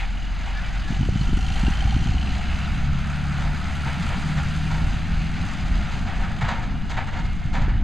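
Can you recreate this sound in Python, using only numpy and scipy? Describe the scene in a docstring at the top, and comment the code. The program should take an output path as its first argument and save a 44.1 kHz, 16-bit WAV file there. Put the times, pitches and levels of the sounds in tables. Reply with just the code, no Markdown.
"""A mown field: a six-cylinder diesel tractor turns, speeds up and pulls an empty silage trailer away.
The exhaust hums on the firing rate while the block roars and knocks. Ruts set the trailer crashing
and rattling, and its running gear squeaks. A breeze buffets the microphone, eddies pop on it, and
low booms come with some gusts and ruts. One capsule feeds both channels."""
import sys
import numpy as np
from scipy import signal
from scipy.fft import rfft, irfft, next_fast_len
from scipy.io import wavfile

SR = 44100
rng = np.random.default_rng(int(sys.argv[2]) if len(sys.argv) > 2 else 0)


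def file_out(sig):
    """Save sig as 16-bit WAV at sys.argv[1]."""
    # one column per channel
    cols = np.atleast_2d(sig).T
    # limit, then scale
    lim = np.clip(cols, -1, 1)
    pcm = np.round(lim * 32767).astype(np.int16)
    wavfile.write(sys.argv[1], SR, pcm)


N = 345303

# engine speed: time_s, firing_rate_hz
ENGINE_SPEED = [(0, 40.2), (.9, 46.4), (1.5, 53.5), (2.1, 63), (2.4, 67.1), (2.7, 69.8), (3.0, 71.2),
                (3.3, 71.5), (3.9, 73.8), (4.8, 78.9), (6.3, 86.2), (7.2, 90.9), (7.83, 92.1)]
# exhaust hum as the pipe turns past and away: time_s, fundamental_db, second_db, upper_orders_db
EXHAUST_HUM = [(0, -28, -45, -54), (.6, -26, -44, -51), (1.2, -25.5, -45, -43), (2.1, -26, -48, -47),
               (2.45, -28, -45, -44), (2.85, -31, -30, -39), (3.35, -31, -29, -41), (3.85, -30, -40, -51),
               (4.05, -33, -37, -48), (4.2, -33, -33, -48), (4.35, -30, -27.5, -44), (4.55, -33, -28, -46),
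               (4.68, -34, -25, -45), (4.83, -35, -27, -45), (4.92, -34, -32, -48), (5.3, -34, -33, -50),
               (5.5, -37, -39, -47), (6.3, -38, -48, -48), (6.9, -54, -52, -52), (7.83, -42, -48, -53)]
# overtones on top of the hum: firing_rate_multiple, trim_db
EXHAUST_OVERTONES = [(2.5, 3.5), (3, -2)]
# punch of each firing in one engine cycle: strength_db
CYLINDER_PUNCH = [5, 1, 7, 5.5, 9, 4]
# roar of block and driveline: time_s, level_db, treble_tilt_db_per_octave
ROAR_RIDE = [(0, -42.5, 3), (.65, -38, 2), (1.3, -42, 5), (1.7, -35.5, 2.5), (2.1, -38.5, 3),
             (2.6, -35.5, 2), (2.9, -38, 1.5), (3.5, -36, 1.5), (4.2, -35.5, 2), (4.7, -36.5, 3),
             (5.1, -38, 1.5), (5.5, -36, 2), (6.3, -38, 1), (6.7, -41.5, 1), (7.3, -41.5, 1),
             (7.83, -43, -1)]
# body of the roar, with the dips of the ground echo: frequency_hz, gain_db
ROAR_EQ = [(180, -2), (300, -6), (375, -17), (515, -15.5), (580, -8.5), (735, -0.5), (1050, -7.5),
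           (1400, -1.5), (2600, -8.5), (4410, -16.5), (5040, -16.5), (5450, -21.5), (6300, -21.5),
           (7000, -26), (9100, -58), (15400, -120)]
# airy top of the roar: frequency_hz, gain_db
AIR_EQ = [(250, -42), (5500, -51), (7000, -9.5), (8000, -4), (9500, -11.5), (11500, -16), (13000, -24),
          (15000, -38)]
# that top against the body: time_s, level_db
AIR_RIDE = [(0, -32), (1.1, -32), (1.6, -27.5), (2.1, -30.5), (3.0, -29.5), (3.7, -27.5), (4.7, -28.5),
            (5.3, -30.5), (7.83, -30)]
# bonnet front, pipe, then bonnet side face the listener: time_s, tick_db, chug_db, clatter_db
KNOCK_RIDE = [(0, -50, -54, -64), (.5, -52, -52, -65), (1.0, -50, -49, -67), (1.3, -45, -51, -47),
              (1.6, -42.5, -42.5, -53), (1.9, -46.5, -41.5, -52), (2.2, -47.5, -51, -60),
              (2.6, -48.5, -53, -45), (3.2, -65, -67, -44), (3.9, -62, -64, -44), (4.7, -58, -62, -45),
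              (5.1, -55, -95, -55), (6.0, -62, -50, -64), (7.83, -76, -56, -69)]
# combustion ticks, the first heard from the front too: pitch_hz, t60_s, level_db
TICK_MODES = [(3030, .023, 0), (2770, .024, -1), (4230, .02, -7), (5720, .016, -8), (6700, .008, -16)]
# the other ticks come out as the bonnet's side turns to the listener: time_s, trim_db
SIDE_TICK_RIDE = [(0, -9), (1.0, -7), (1.4, 0), (2.2, 1), (7.83, 1)]
# ticks and chugs rise as the tractor nears and fall as it turns away: time_s, pitch_ratio
DOPPLER_BEND = [(0, .955), (.8, .975), (1.3, .995), (1.6, 1.01), (1.85, 1.025), (2.1, 1.0), (2.3, .975),
                (2.6, .95), (7.83, .94)]
# broad, brighter clatter: time_s, level_db
GRIND_RIDE = [(0, -32.5), (.08, -47.5), (.6, -49), (2.0, -51), (2.6, -43.5), (3.4, -54.5), (4.0, -42),
              (4.7, -49), (5.3, -46.5), (6.0, -63), (7.83, -62)]
# breeze on the capsule between gusts: time_s, buffet_db, flutter_db
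WIND_RIDE = [(0, -29, -37.5), (.4, -35, -37.5), (.75, -30.5, -37.5), (1.0, -30, -28), (1.35, -20, -29.5),
             (1.7, -23, -31.5), (2.15, -26, -27), (2.5, -27, -29.5), (2.95, -24, -31.5), (3.15, -36, -33),
             (3.8, -35, -31.5), (4.1, -30.5, -30), (4.6, -29, -29), (5.3, -24.5, -29), (5.6, -31, -30.5),
             (6.4, -25.5, -29), (7.1, -33, -30.5), (7.5, -29.5, -32.5), (7.83, -19.5, -27)]
# deep buffeting: frequency_hz, gain_db
BUFFET_EQ = [(5, -14), (10, -3), (20, -1), (40, 0), (55, -3), (72, -8), (100, -18), (200, -40),
             (1000, -130)]
# flutter above it: frequency_hz, gain_db
FLUTTER_EQ = [(50, -5), (85, -0.5), (130, -2), (200, -3.5), (260, -12), (350, -23), (500, -34.5),
              (2000, -120)]
# gusts that swell the buffeting: peak_s, boost_db
GUST_SWELLS = [(1.1, -5), (1.9, 0), (2.9, 3.5), (3.45, 11), (4.2, 3), (4.82, 4), (5.16, 0.5), (5.72, 6),
               (6.25, 0.5), (6.9, 0.5), (7.3, 8), (7.6, 10)]
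# running-gear squeaks, thin tones and a faint low hum: start_s, end_s, pitch_hz, wander_hz, level_db
SQUEAK_CUES = [(0, .9, 69.6, 5.2, -41), (0, .07, 3450, 80, -54), (.39, .46, 1700, 40, -50),
               (.535, .6, 1700, 30, -41), (.545, .6, 2320, 30, -46), (.64, .7, 2320, 40, -48),
               (.63, .655, 2950, 150, -47), (.78, .9, 2960, 60, -55), (.85, .91, 1710, 40, -46),
               (.93, .99, 1680, 40, -48), (.62, .65, 1500, 40, -44), (.75, .79, 1450, 30, -45),
               (.955, .98, 4350, 200, -50), (1.2, 1.225, 4400, 250, -46), (5.95, 6.55, 2255, 25, -56),
               (6.7, 7.37, 2850, 30, -55), (7.16, 7.56, 2135, 14, -50), (7.72, 7.8, 2950, 30, -54)]
# trailer hitting ruts: start_s, crash_db, rattle_db, crash_t60_s
RUT_HITS = [(0.002, -35, -45, 0.34), (0.389, -47, -59, 0.58), (0.459, -30, -39, 0.14),
            (0.869, -41, -43.5, 0.98), (1.209, -44.5, -49, 0.86), (1.551, -37.5, -43, 1),
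            (3.374, -35, -66, 0.95), (3.856, -28, -44, 0.3), (4.093, -28.5, -48, 0.35),
            (4.019, -48, -36, 0.25), (4.366, -26, -35.5, 0.24), (4.699, -33.5, -43, 0.68),
            (5.909, -38.5, -43, 0.93), (6.068, -35.5, -50, 0.59), (6.192, -34.5, -59, 0.47),
            (6.408, -24.5, -38, 0.42), (6.476, -31.5, -47, .75), (6.482, -45, -41, .25),
            (6.619, -39, -46, 0.3), (6.893, -30, -35, 0.3), (6.966, -23, -42, 0.25), (7.066, -33, -42, 0.3),
            (7.119, -35, -47, 0.3), (7.162, -34, -44, 0.25), (7.188, -45, -40, .15),
            (7.245, -36.5, -47, 0.25), (7.53, -26.5, -37, 0.5), (7.609, -43, -50, 0.34),
            (7.68, -34.5, -50, 0.19)]
# dull crash of the trailer body: frequency_hz, gain_db
CRASH_EQ = [(240, -50), (400, -10.5), (484, -4), (903, 5), (1080, -0.5), (1670, 1), (2190, -1), (2650, -7),
            (3640, -12.5), (5000, -20), (6500, -58), (11000, -120)]
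# bright rattle of its panels: frequency_hz, gain_db
RATTLE_EQ = [(2000, -7), (3500, 15), (4800, 9), (6800, 6.5), (7900, -1), (9000, -14.5), (12000, -18),
             (16000, -58)]
# ring of the trailer body: pitch_hz, width_hz, gain_db
BODY_MODES = [(787, 20, 1), (930, 16, 2), (1310, 16, 1), (1410, 17, -4), (1715, 18, 1), (1860, 17, -3),
              (2220, 14, 1), (2880, 26, 0)]
# eddies bursting on the capsule: peak_s, peak_db, pitch_hz
EDDY_CUES = [(.907, -13.5, 141), (0.926, -23, 199), (0.995, -20, 118), (1.011, -9.5, 136),
             (1.032, -14, 168), (1.089, -17.5, 333), (1.094, -14, 94), (1.126, -13.5, 118),
             (1.16, -10, 133), (1.214, -13, 148), (1.293, -17.5, 179), (1.332, -14.5, 204),
             (1.375, -17, 202), (1.637, -13, 155), (1.683, -11.5, 196), (1.708, -16, 135),
             (1.858, -13, 87.5), (1.95, -13, 104), (1.966, -10, 161), (2.018, -12, 133),
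             (2.062, -12.5, 139), (2.095, -11.5, 88), (2.144, -18, 180), (2.273, -21, 197),
             (7.458, -15.5, 110), (7.584, -21, 170), (7.622, -12.5, 94.5), (7.682, -20.5, 261),
             (7.721, -20, 151), (7.756, -11, 82)]
# low booms, some with gusts and some with ruts: peak_s, peak_db, pitch_hz, half_length_s
BOOM_CUES = [(1.02, -21.5, 84.8, 0.026), (1.875, -20.5, 51.34, 0.055), (1.962, -16, 45.37, 0.054),
             (3.867, -24.5, 135, 0.026), (4.011, -23, 176.4, 0.04), (4.112, -23.5, 149.4, 0.026),
             (4.376, -23, 130, 0.031), (4.83, -21, 49.6, 0.091), (5.16, -17, 46, 0.037),
             (5.685, -16, 41.66, 0.048), (5.766, -19.5, 56, 0.077), (6.437, -18, 125, 0.013)]
# faint low rumble, different in left and right: frequency_hz, gain_db
RUMBLE_EQ = [(8, -20), (25, 0), (60, -1), (125, -17), (250, -32), (340, -27), (600, -63)]
# DC bias, left then right: offset_full_scale
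DC_OFFSETS = [.0353, -.0051]

CHUG_HZ, CHUG_T60_S = 768, .048   # exhaust pipe
CLATTER_HZ, CLATTER_WIDTH_HZ = 1373, 200   # side panel of the bonnet
GRIND_HZ, GRIND_WIDTH_HZ = 2124, 1240
GUST_HALF_LENGTH_S, GUST_FLUTTER_SHARE = .091, .2
LUMP_RATE_HZ, LUMP_DB = 3.2, -.5   # small chance swells in the wind
CRASH_ATTACK_S, RATTLE_ATTACK_S, RATTLE_T60_SHARE = .013, .007, .65
NOTCH_HZ, NOTCH_WIDTH_HZ, CUTOFF_HZ = 5464, 650, 15100
HISS_DB, RUMBLE_DB = -78.5, -57.5


def from_db(db):
    """Decibels to gain."""
    return 10 ** (np.asarray(db) / 20)


def rms_one(x):
    """Scale to rms 1."""
    return x / np.sqrt(np.mean(x ** 2) + 1e-20)


def ride(rows):
    """Breakpoints to automation curves, one for each column after the time."""
    times, *columns = np.transpose(rows)
    return [np.interp(np.arange(N) / SR, times, column) for column in columns]


def colour(x, eq):
    """Shape by an EQ curve; rms 1."""
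    size = next_fast_len(N)
    hz, db = np.transpose(eq)
    bins_hz = np.arange(size // 2 + 1) * SR / size
    gain = from_db(np.interp(np.log(bins_hz + 1), np.log(hz), db))
    return rms_one(irfft(rfft(x, size) * gain, size)[:N])


def drift(rate_hz):
    """Slow random modulation, rms about 1: noise at every 40th sample, low-passed twice."""
    pole = np.exp(-80 * np.pi * rate_hz / SR)
    slow = signal.lfilter([1], [1, -2 * pole, pole * pole], rng.standard_normal(N // 40 + 2002))[2000:]
    return np.interp(np.arange(N) / 40, np.arange(len(slow)), rms_one(slow))


def resonance(x, hz, width_hz):
    """Two-pole band-pass, gain 1 at the peak."""
    r = np.exp(-np.pi * width_hz / SR)
    feedback = [1, -2 * r * np.cos(2 * np.pi * hz / SR), r * r]
    return signal.lfilter(np.array([1, 0, -1]) * (1 - r * r) / 2, feedback, x)


def steep_band(x, hz, width_hz):
    """The same resonance twice, for steep skirts; rms 1."""
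    return rms_one(resonance(resonance(x, hz, width_hz), hz, width_hz))


def blows(count, rate_hz, hz, t60_s, uneven_db, detune=.01):
    """A damped sine struck at each whole step of count, with new strength, phase and pitch; rms 1."""
    blow = count.astype(int)
    age_s = (count - blow) / rate_hz
    strength, phase, tuning = rng.standard_normal((blow[-1] + 1, 3))[blow].T
    envelope = (1 - np.exp(-age_s / .0027)) * from_db(uneven_db * strength - 60 * age_s / t60_s)
    choke = np.clip(5 * (1 + blow - count), 0, 1)   # silent before the next blow
    tone = np.sin(2 * np.pi * hz * (1 + detune * tuning) * age_s + 3 * phase)
    return rms_one(envelope * choke * tone)


def exhaust(firings):
    """From afar only the low orders of the exhaust pulses carry, as wavering sines."""
    first_db, second_db, upper_db = ride(EXHAUST_HUM)
    orders = [(1, first_db), (2, second_db)] + [(k, upper_db + db) for k, db in EXHAUST_OVERTONES]
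    return sum(np.sqrt(2) * from_db(db + drift(5)) * np.sin(2 * np.pi * k * firings + .2 * drift(4))
               for k, db in orders)


def firing_throb(firings, sharpness=2.3, uneven_db=3):
    """An envelope that swells after each firing; cylinders differ, and so do cycles; rms 1."""
    firing = firings.astype(int)
    chance_db = uneven_db * rng.standard_normal(firing[-1] + 1)[firing]
    strength = from_db(np.array(CYLINDER_PUNCH)[firing % 6] + chance_db)
    progress = firings - firing
    return rms_one(strength * np.sin(np.pi * progress) * np.exp(-sharpness * progress))


def block_roar(throb, shared_db=.5, own_db=1.21, throb_per_octave=.14):
    """Block and driveline: half-octave noise bands surge partly together, and the treble throbs."""
    level_db, tilt_db = ride(ROAR_RIDE)
    air_db, = ride(AIR_RIDE)
    together = drift(4.1)
    beds = [colour(noise, ROAR_EQ) + from_db(air_db) * colour(noise, AIR_EQ)
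            for noise in rng.standard_normal((2, N))]
    edges_hz = 250 * 2 ** np.arange(0, 6.1, .5)
    out = 0
    for k, (low, high) in enumerate(zip(edges_hz, edges_hz[1:])):
        band = signal.sosfilt(signal.butter(2, [low, high], "band", fs=SR, output="sos"), beds[k % 2])
        treble_octaves = np.clip(np.log2(low / 1500), 0, 2.2)
        depth = np.clip(throb_per_octave * treble_octaves, 0, .5)
        surge_db = shared_db * (1 + .087 * treble_octaves) * together + own_db * drift(26)
        out += band * from_db(tilt_db * treble_octaves + surge_db) * (1 - depth + depth * throb)
    return from_db(level_db) * out


def diesel_knock(firings, firing_hz, throb):
    """Combustion ticks at each firing, the pipe chugs once a crank turn, a shaken panel clatters."""
    tick_db, chug_db, clatter_db = ride(KNOCK_RIDE)
    bend, = ride(DOPPLER_BEND)
    side_db, = ride(SIDE_TICK_RIDE)
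    ticks = 0
    for k, (hz, t60_s, db) in enumerate(TICK_MODES):
        gain = from_db(db + side_db * (k > 0) + 1.5 * drift(6))
        ticks += gain * blows(firings, firing_hz, hz * bend, t60_s, uneven_db=3.5)
    chugs = blows(firings / 3, firing_hz / 3, CHUG_HZ * bend, CHUG_T60_S, uneven_db=3)
    clatter = steep_band(throb * rng.standard_normal(N), CLATTER_HZ, CLATTER_WIDTH_HZ)
    return from_db(tick_db) * ticks + from_db(chug_db) * chugs + from_db(clatter_db) * clatter


def grind():
    """A broad, bright band of flickering noise, perhaps the driveline."""
    level_db, = ride(GRIND_RIDE)
    gain = from_db(level_db + 2 * drift(13))
    return gain * steep_band(rng.standard_normal(N), GRIND_HZ, GRIND_WIDTH_HZ)


def wind():
    """Breeze on the capsule: lumpy low buffeting and faster flutter, both lifted by gusts."""
    buffet_db, flutter_db = ride(WIND_RIDE)
    t = np.arange(N) / SR
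    swell_db = sum(db * np.exp(-((t - peak_s) / GUST_HALF_LENGTH_S) ** 2) for peak_s, db in GUST_SWELLS)
    swell_db += LUMP_DB * drift(LUMP_RATE_HZ)
    buffet = from_db(buffet_db + swell_db) * colour(rng.standard_normal(N), BUFFET_EQ)
    flutter_gain = from_db(flutter_db + GUST_FLUTTER_SHARE * swell_db + drift(21))
    return buffet + flutter_gain * colour(rng.standard_normal(N), FLUTTER_EQ)


def squeaks():
    """Running-gear squeaks and a faint low hum: sines that wander in pitch and flicker in level."""
    out, t = 0, np.arange(N) / SR
    for start_s, end_s, hz, wander_hz, db in SQUEAK_CUES:
        gain = np.sqrt(2) * from_db(db + 2.5 * drift(30))
        cycles = np.cumsum(hz + wander_hz / 2 * drift(40)) / SR
        fade = np.clip(np.minimum(t - start_s, end_s - t) / .01, 0, 1)
        out += gain * fade * np.sin(2 * np.pi * cycles)
    return out


def trailer():
    """Each rut sets off a dull, ringing crash of the body and a shorter bright rattle of panels."""
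    crash_env, rattle_env = np.zeros((2, N))
    for start_s, crash_db, rattle_db, t60_s in RUT_HITS:
        start = round(start_s * SR)
        t = np.arange(min(N - start, SR)) / SR
        fall_db = -60 * t / t60_s
        crash_env[start:][:SR] += from_db(crash_db + fall_db) * (1 - np.exp(-t / CRASH_ATTACK_S))
        rattle_tail = from_db(rattle_db + fall_db / RATTLE_T60_SHARE)
        rattle_env[start:][:SR] += rattle_tail * (1 - np.exp(-t / RATTLE_ATTACK_S))
    chatter = from_db(1.2 * drift(60))   # loose parts strike one after another
    crash = chatter * crash_env * colour(rng.standard_normal(N), CRASH_EQ)
    clang = sum(from_db(db) * resonance(crash, hz, width_hz) for hz, width_hz, db in BODY_MODES)
    rattle = chatter * rattle_env * colour(rng.standard_normal(N), RATTLE_EQ)
    return crash + clang + rattle


def eddy_pops():
    """Single eddies burst on the capsule as one-cycle thuds."""
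    out, t = np.zeros(N), np.arange(-800, 800) / SR
    for peak_s, db, hz in EDDY_CUES:
        phase = np.pi * hz * t
        thud = (1 - 2 * phase ** 2) * np.exp(-phase ** 2)
        out[round(peak_s * SR) - 800:][:len(t)] += from_db(db) * thud
    return out


def booms():
    """Weight under gusts and ruts: a few cycles of a low wavering tone in a bell-shaped swell."""
    out, t = 0, np.arange(N) / SR
    for peak_s, db, hz, half_length_s in BOOM_CUES:
        swell = from_db(db) * np.exp(-((t - peak_s) / half_length_s) ** 2)
        out += swell * np.sin(2 * np.pi * hz * t + drift(9.7))
    return out


def scene():
    """Tractor, trailer and wind meet at one capsule, sent to both channels."""
    firing_hz, = ride(ENGINE_SPEED)
    firings = np.cumsum(firing_hz) / SR   # running count that keeps the engine layers in step
    throb = firing_throb(firings)
    tractor = block_roar(throb) + diesel_knock(firings, firing_hz, throb) + grind() + exhaust(firings)
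    mix = tractor + trailer() + squeaks() + booms() + wind() + eddy_pops()
    return np.tile(mix, (2, 1))


def record(dry):
    """Capsule cavity notch; faint hiss, low rumble and bias, different left and right; steep top cut."""
    notched = signal.lfilter(*signal.iirnotch(NOTCH_HZ, NOTCH_HZ / NOTCH_WIDTH_HZ, SR), dry)
    hiss = signal.sosfilt(signal.butter(4, 9500, "high", fs=SR, output="sos"), rng.standard_normal((2, N)))
    rumble = np.array([colour(noise, RUMBLE_EQ) for noise in rng.standard_normal((2, N))])
    heard = notched + from_db(HISS_DB) * hiss + from_db(RUMBLE_DB) * rumble + np.c_[DC_OFFSETS]
    return signal.sosfilt(signal.cheby2(20, 50, CUTOFF_HZ, fs=SR, output="sos"), heard)


dry = scene()
out = record(dry)
file_out(out)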